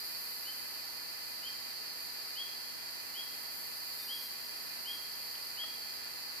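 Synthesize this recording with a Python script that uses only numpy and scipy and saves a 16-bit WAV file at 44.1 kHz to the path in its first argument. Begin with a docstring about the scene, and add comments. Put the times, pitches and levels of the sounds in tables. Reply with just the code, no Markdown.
"""Woodland, up in a tree: a far chorus of crickets drones near 4.6 kHz, made of noise strokes ringing wings.
Higher insects sizzle above 9 kHz in the same way, and a nearer one saws a short run of rasps.
A bird repeats one rising whistle, a gliding near sine that echoes among the trunks; a second bird is fainter.
A twig ticks, then knocks dully: a few fading tones. The camera's tape mechanism whines into its own stereo
microphone as a comb of thin tones over filtered hiss; at moments the treble gathers in the centre."""
import sys
import numpy as np
from scipy import signal
from scipy.fft import rfft, irfft
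from scipy.io import wavfile
from scipy.ndimage import map_coordinates

SR = 44100
rng = np.random.default_rng(int(sys.argv[2]) if len(sys.argv) > 2 else 0)


def amplitude_ratio(level_db):
    """Convert a level in decibels to the matching linear amplitude (field) ratio."""
    exponent = np.asarray(level_db, float) / 20
    return 10 ** exponent


def store_wav(level_fs):
    """Save 16-bit WAV to argv[1]."""
    pcm = np.round(np.clip(np.atleast_2d(level_fs), -1, 1) * 32767)
    wavfile.write(sys.argv[1], SR, pcm.T.astype(np.int16))


N = 282240
T = np.arange(N) / SR                # time of every sample, in seconds
HZ = np.arange(N // 2 + 1) * SR / N  # pitch of every FFT bin


def level_over_time(rows):
    """Joins (start_s, level_db) points by straight lines, at every sample."""
    start_s, level_db = np.transpose(rows)
    return np.interp(T, start_s, level_db)


def at_hz(points):
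    """Joins the columns of a spectrum at every FFT bin, along a logarithmic pitch axis."""
    hz, *columns = np.transpose(points)
    return np.array([np.interp(np.log(HZ + 1), np.log(hz), column) for column in columns])


def bell(hz, width_hz):
    """Gain of a resonance applied twice: 1 on top, 6 dB down half a width to either side."""
    return 1 / (1 + ((HZ - hz) / (width_hz / 2)) ** 2)


def drift(points_per_s):
    """Slow random wandering: a smooth curve through random points of spread 1."""
    points = rng.standard_normal(int(N / SR * points_per_s) + 2)
    return map_coordinates(points, [T * points_per_s], order=3, mode="nearest")


def strokes(per_s):
    """Wing strokes of many animals at random moments, for centre and width; rms 1."""
    share = min(per_s / SR, 1)
    sounding = rng.random((2, N)) < share
    return rng.standard_normal((2, N)) * sounding / np.sqrt(share)


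# how the microphone leans, mostly to the right: pitch_hz, left_minus_right_db
MICROPHONE_LEAN = [(60, -2.5), (120, 0), (240, -2), (470, 1), (940, -3.0), (1880, -2), (3750, -1.0),
                   (7470, -3), (14900, 0)]


def coloured(source, gain):
    """Filters a centre and a width signal, then adds and subtracts them into a leaning left and right."""
    mid, side = rfft(source) * gain
    lean_db = at_hz(MICROPHONE_LEAN) * np.array([[.5], [-.5]])
    return irfft(np.array([mid + side, mid - side]) * amplitude_ratio(lean_db), N)


# hiss of microphone, casing and air, before the casing's colour:
# pitch_hz, centre_db (per Hz), width_db (per Hz)
HISS_SPECTRUM = [(25, -102, -99), (100, -99, -88), (203, -95.5, -85), (360, -92, -87.5), (580, -92, -90.5),
                 (1000, -92.5, -92.5), (1220, -92.5, -93), (1680, -91, -94), (2540, -95.5, -93),
                 (3120, -93.5, -87), (3580, -101, -102), (5600, -95, -92), (7800, -99, -98.5),
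                 (8850, -96.5, -93), (16000, -100, -100)]
# resonances and notches of the casing in the hiss: pitch_hz, width_hz, level_db
CASING_COLOUR = [(1184, 65, -1.5), (1753, 84, 4), (2140, 46, 4.5), (2075, 50, -7.5), (2460, 32, 4),
                 (2560, 50, -8.5), (2625, 92, 4.5), (2830, 91, -12), (2770, 60, 6.5), (7030, 130, -5)]


def hiss():
    """Steady filtered noise; in the bass the two capsules work against each other."""
    casing_db = sum(db * bell(hz, width_hz) for hz, width_hz, db in CASING_COLOUR)
    gain = amplitude_ratio(at_hz(HISS_SPECTRUM) + casing_db) * np.sqrt(SR / 2)
    return coloured(rng.standard_normal((2, N)), gain)


# tones of the head drum, before flutter: multiple of its turning rate, left_db (rms), right_db (rms)
DRUM_TONES = [(1, -73, -71), (3, -76, -71), (9, -77, -72), (11, -76, -72), (13, -71, -69), (15, -75, -69),
              (17, -77, -67), (19, -76, -67), (21, -78, -76), (23, -74, -65), (25, -71, -66),
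              (27, -65, -65), (29, -73, -76), (31, -76, -68), (33, -78, -74), (35, -69, -69),
              (37, -72, -74)]
# high drum tones, mostly in the right capsule, before flutter: multiple, right_db (rms)
HIGH_DRUM_TONES = [(75, -73), (84, -73), (87, -72), (88, -74), (89, -70), (91, -73), (92, -70), (95, -73),
                   (97, -74), (99, -74), (100, -71), (112, -74), (122, -72), (130, -72), (142, -73)]
# other motor and gear tones, before flutter: pitch_hz, left_db (rms), right_db (rms)
GEAR_TONES = [(658.2, -76, -92), (799.8, -79, -68), (949.8, -72, -77), (1087.6, -76, -82),
              (1752.0, -75, -75), (1782.0, -71, -73), (1808.2, -74, -72), (2005.3, -76, -70),
              (2040.9, -64, -59.5), (2232.9, -75, -67), (2332.4, -87, -74), (2424.0, -76, -76),
              (2450.5, -79, -63), (2456.4, -78, -65), (2482.0, -73, -81), (2679.2, -77, -75),
              (2895.8, -76, -72)]
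# how far the drum's tones lead in the right capsule: pitch_hz, lead_rad
DRUM_RIGHT_LEAD = [(75, -3.5), (225, -2.7), (675, -1.8), (975, 0), (2020, -.2), (2200, 1.2), (2800, 1.1),
                   (5600, 3.2), (6800, 3.7), (7500, 3.1)]
# how far the gear tones lead in the right capsule; it flips near 2.4 kHz: pitch_hz, lead_rad
GEAR_RIGHT_LEAD = [(950, -1.4), (1750, -1), (2040, -2.1), (2340, -2.3), (2450, 1.9)]


def whine(drum_wobble_rad=.002, gear_wobble_rad=.3, scatter_rad=1.0, flutter_db=.7):
    """Thin tones; each reaches the two capsules through the casing with its own strength and lag."""
    drum_hz = 74.924  # turns per second
    high_left_db, faint_db = -10, -77  # left relative to right in high tones; right level of faint ones
    wobbles = [drift(2.975) for _ in range(6)]  # the shafts never turn quite evenly
    flutters = [amplitude_ratio(flutter_db * wobble) for wobble in wobbles]
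    starts = rng.standard_normal(200)

    # The drum sounds at whole multiples of its turning rate.
    orders = [*DRUM_TONES]
    orders += [(k, db + high_left_db, db) for k, db in HIGH_DRUM_TONES]
    faint = [*range(69, 103, 2), *range(96, 144, 2)]  # odd, then even multiples
    orders += [(k, faint_db + high_left_db, faint_db) for k in faint if k not in dict(HIGH_DRUM_TONES)]
    leads = [np.interp(k * drum_hz, *np.transpose(DRUM_RIGHT_LEAD)) for k, *_ in orders]
    leads += [np.interp(hz, *np.transpose(GEAR_RIGHT_LEAD)) for hz, *_ in GEAR_TONES]

    out = np.zeros((2, N))
    drum_phase = 2 * np.pi * drum_hz * T + drum_wobble_rad * wobbles[0]
    for i, (tone, lead) in enumerate(zip([*orders, *GEAR_TONES], leads)):
        multiple_or_hz, left_db, right_db = tone
        if i < len(orders):
            # roughly in step with one another: a faint buzz
            phase = multiple_or_hz * drum_phase + scatter_rad * starts[multiple_or_hz]
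        else:
            gear = i - len(orders) + 1
            phase = 2 * np.pi * multiple_or_hz * T + 9 * starts[-gear] + gear_wobble_rad * wobbles[gear % 6]
        size = np.sqrt(2) * flutters[(i + 3) % 6]  # a sine of rms 1, fluttering
        out[0] += amplitude_ratio(left_db) * size * np.cos(phase - lead / 2)
        out[1] += amplitude_ratio(right_db) * size * np.cos(phase + lead / 2)
    return out


# resonances of cricket wings: pitch_hz, width_hz (of one simple resonance), level_db (relative)
CRICKET_WINGS = [(4656, 960, 3), (4268, 775, -4), (3870, 220, -14), (5420, 430, -19.5)]
# loudness of the chorus's centre, before waver and lean: start_s, level_db (rms)
CHORUS_LEVEL = [(0.0, -45.5), (0.46, -47), (2.58, -46), (2.76, -47.5), (3.74, -47), (4.15, -46),
                (4.51, -47), (5.92, -46.5), (6.4, -47)]


def crickets(width_db=-2.0, waver_db=.3):
    """So many strokes ring the wings that they melt into a drone."""
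    power = sum((amplitude_ratio(db) * bell(hz, width_hz) ** 2) ** 2 for hz, width_hz, db in CRICKET_WINGS)
    wings = np.sqrt(power / np.mean(power))
    level_db = level_over_time(CHORUS_LEVEL) + waver_db * drift(9.0)
    return amplitude_ratio(level_db) * coloured(strokes(30000), wings * amplitude_ratio(np.array([[0], [width_db]])))


# colour of the high insects: pitch_hz, centre_db (relative, per Hz), width_db (relative, per Hz)
SIZZLE_SPECTRUM = [(5960, -24, -20), (8070, -18, -24), (10200, -11.5, -5), (11580, -4.5, -4.5),
                   (12400, -1.5, 2), (13760, -4.5, -9), (15700, -12.5, -3), (16500, -14, -16)]
# loudness of the sizzle's centre, before waver and lean: start_s, level_db (rms)
SIZZLE_LEVEL = [(0.0, -49), (0.1, -48), (0.43, -48.5), (0.64, -51), (1.8, -54), (2.05, -52), (2.69, -54),
                (3.69, -50), (4.24, -49.5), (4.39, -52.5), (4.79, -51.5), (5.11, -51.5), (5.45, -51.5),
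                (5.6, -52.5), (6.4, -54)]


def high_insects(waver_db=.5):
    """Dense wing strokes filtered into a broad dry sizzle that swells and flickers."""
    gain = amplitude_ratio(at_hz(SIZZLE_SPECTRUM))
    gain = gain / np.sqrt(np.mean(gain[0] ** 2))
    level_db = level_over_time(SIZZLE_LEVEL) + waver_db * drift(13.0)
    return amplitude_ratio(level_db) * coloured(strokes(36000), gain)


# whistles: start_s, length_s, top_hz, level_db (rms, before swell, fade and placing)
BIRD_WHISTLES = [(0.449, 0.056, 3140, -46), (1.423, 0.065, 3210, -44.5), (2.354, 0.074, 3330, -41),
                 (3.139, 0.073, 3310, -43), (4.077, 0.07, 3310, -41), (4.848, 0.077, 3283, -41),
                 (5.569, 0.069, 3326, -39.5)]
# one note of a second, fainter bird: the same columns, then from_hz
FAINT_BIRD_NOTE = (3.985, .065, 3660, -57, 3600)


def bird(overtone_db=-43.0, edge_s=0.0015):
    """A near sine whose pitch glides up and levels off while it swells quickly, then weakens."""
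    whistle_from_hz, glide_s = 2760, 0.02255  # pitch sets off here and closes in on its top
    swell_db, swell_s = 19, 0.018  # level starts this far down and closes in likewise
    fade_db_per_s = 15
    out = np.zeros(N)
    notes = [[*row, whistle_from_hz] for row in BIRD_WHISTLES] + [FAINT_BIRD_NOTE]
    for start_s, length_s, top_hz, level_db, from_hz in notes:
        t = np.arange(int(length_s * SR)) / SR
        pitch_hz = top_hz - (top_hz - from_hz) * np.exp(-t / glide_s)
        phase = 2 * np.pi * np.cumsum(pitch_hz) / SR
        edges = np.clip(np.minimum(t, length_s - t) / edge_s, 0, 1)
        loudness = amplitude_ratio(level_db - swell_db * np.exp(-t / swell_s) - fade_db_per_s * t)
        tone = np.sin(phase) + amplitude_ratio(overtone_db) * np.sin(2 * phase)
        at = round(start_s * SR)
        out[at:at + len(t)] += edges * loudness * np.sqrt(2) * tone
    return out


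def trunks(x, early_t60=.17, late_t60=1.5, late_db=-16, gap_s=.02, width_db=-4):
    """Scattered echoes from near trees, then a long faint haze, partly alike on both sides."""
    t = np.arange(SR) / SR
    # t60: seconds to fade by 60 dB
    fade = amplitude_ratio(-60 * t / early_t60) + amplitude_ratio(late_db - 60 * t / late_t60)
    fade = fade * (t > gap_s)
    echoes = rng.standard_normal((2, SR)) * fade / np.sqrt(np.sum(fade ** 2))
    echoed = signal.fftconvolve(x[None], echoes, axes=1)[:, :N]
    mid, side = echoed * amplitude_ratio(np.array([[0], [width_db]]))
    return np.array([mid + side, mid - side])


# successive rasps: level_db (before their rise and fall and the stereo placing)
RASP_LEVELS = [-57, -56, -54, -54, -51, -50]


def katydid(low_hz=11700, high_hz=13200, width_hz=1200, rise_s=.008, fall_s=.03):
    """A nearer insect saws a short run of rasps, wing strokes through two resonances, heard wide."""
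    first_s, every_s = 1.6, 0.113
    swing = np.zeros(N)
    for i, level_db in enumerate(RASP_LEVELS):
        since = T - (first_s + every_s * i)
        rise = 1 - np.exp(-np.maximum(since, 0) / rise_s)
        swing += amplitude_ratio(level_db) * rise * np.exp(-np.abs(since) / fall_s)
    wing = bell(low_hz, width_hz) + bell(high_hz, width_hz)
    wing = wing / np.sqrt(np.mean(wing ** 2))
    centre_and_width = amplitude_ratio(np.array([[-3.0], [0]]))
    return swing * coloured(strokes(20000), wing * centre_and_width)


# small hits: start_s, peak_db (midway between the sides), left_minus_right_db, softness (0 to 1)
WOOD_HITS = [(5.354, -40, 7, 0), (5.637, -37, 6, 0.9)]
# ringing tones of the wood: pitch_hz, level_db (before the tilt by softness), t60_s (time to fade 60 dB)
WOOD_TONES = [(3050, 0, .007), (1900, -7, .03), (1270, -5, .04), (640, -2, .04)]


def hits():
    """One piece of wood, struck; a soft contact dulls the high mode and lets the low ones ring."""
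    out = np.zeros((2, N))
    t = np.arange(SR // 10) / SR
    for start_s, peak_db, pan_db, softness in WOOD_HITS:
        ring = np.zeros(len(t))
        for hz, db, t60_s in WOOD_TONES:
            tilt_db = -13 * (softness - 1.5) * np.log2(hz / 1800)
            ring += amplitude_ratio(db + tilt_db) * np.sin(2 * np.pi * hz * t) * amplitude_ratio(-60 * t / t60_s)
        ring = ring * (1 - np.exp(-t / (0.00025 + 0.0013 * softness)))  # softer contact, slower start
        sides = amplitude_ratio(peak_db + pan_db * np.array([[.5], [-.5]]))
        at = round(start_s * SR)
        out[:, at:at + len(t)] += sides * ring / np.abs(ring).max()
    return out


def scene():
    """All sources together, with the bird to the left: louder there, and two samples earlier."""
    song = bird()
    placed_song = np.array([song, np.roll(song, 2)]) * amplitude_ratio(np.array([[2.0], [-1.2]]))
    knocks = hits()
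    echoes = amplitude_ratio(-3.5) * trunks(song) + amplitude_ratio(-8) * trunks(knocks.mean(axis=0))
    insects = crickets() + high_insects() + katydid()
    return placed_song + knocks + echoes + insects + hiss() + whine()


# moments when the treble narrows to the centre: start_s, end_s
NARROW_MOMENTS = [(3.985, 4.285), (4.445, 4.475), (4.875, 4.975)]


def narrowed(x, from_hz=4800, spared_hz=(6650, 7600), lift_db=3.0, edge_s=0.021):
    """For moments most of the treble loses its width: both sides are swapped for their lifted average."""
    on = np.zeros(N)
    for start_s, end_s in NARROW_MOMENTS:
        on += np.clip(np.minimum(T - start_s, end_s - T) / edge_s + .5, 0, 1)
    affected = (HZ > from_hz) * ((HZ < spared_hz[0]) | (HZ > spared_hz[1]))
    treble = irfft(rfft(x) * affected, N)
    return x + on * (amplitude_ratio(lift_db) * treble.mean(axis=0) - treble)


def band_limit(x):
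    """A steep low-pass at the top of the band."""
    return signal.sosfilt(signal.butter(12, 15470, fs=SR, output="sos"), x)


def record(dry, shelf_hz=15180, shelf_db=-34.0):
    """The topmost treble steps down, and at moments the treble narrows."""
    shelf = amplitude_ratio(shelf_db * (HZ > shelf_hz))
    mix = narrowed(irfft(rfft(dry) * shelf, N))
    return band_limit(mix)


dry = scene()
out = record(dry)
store_wav(out)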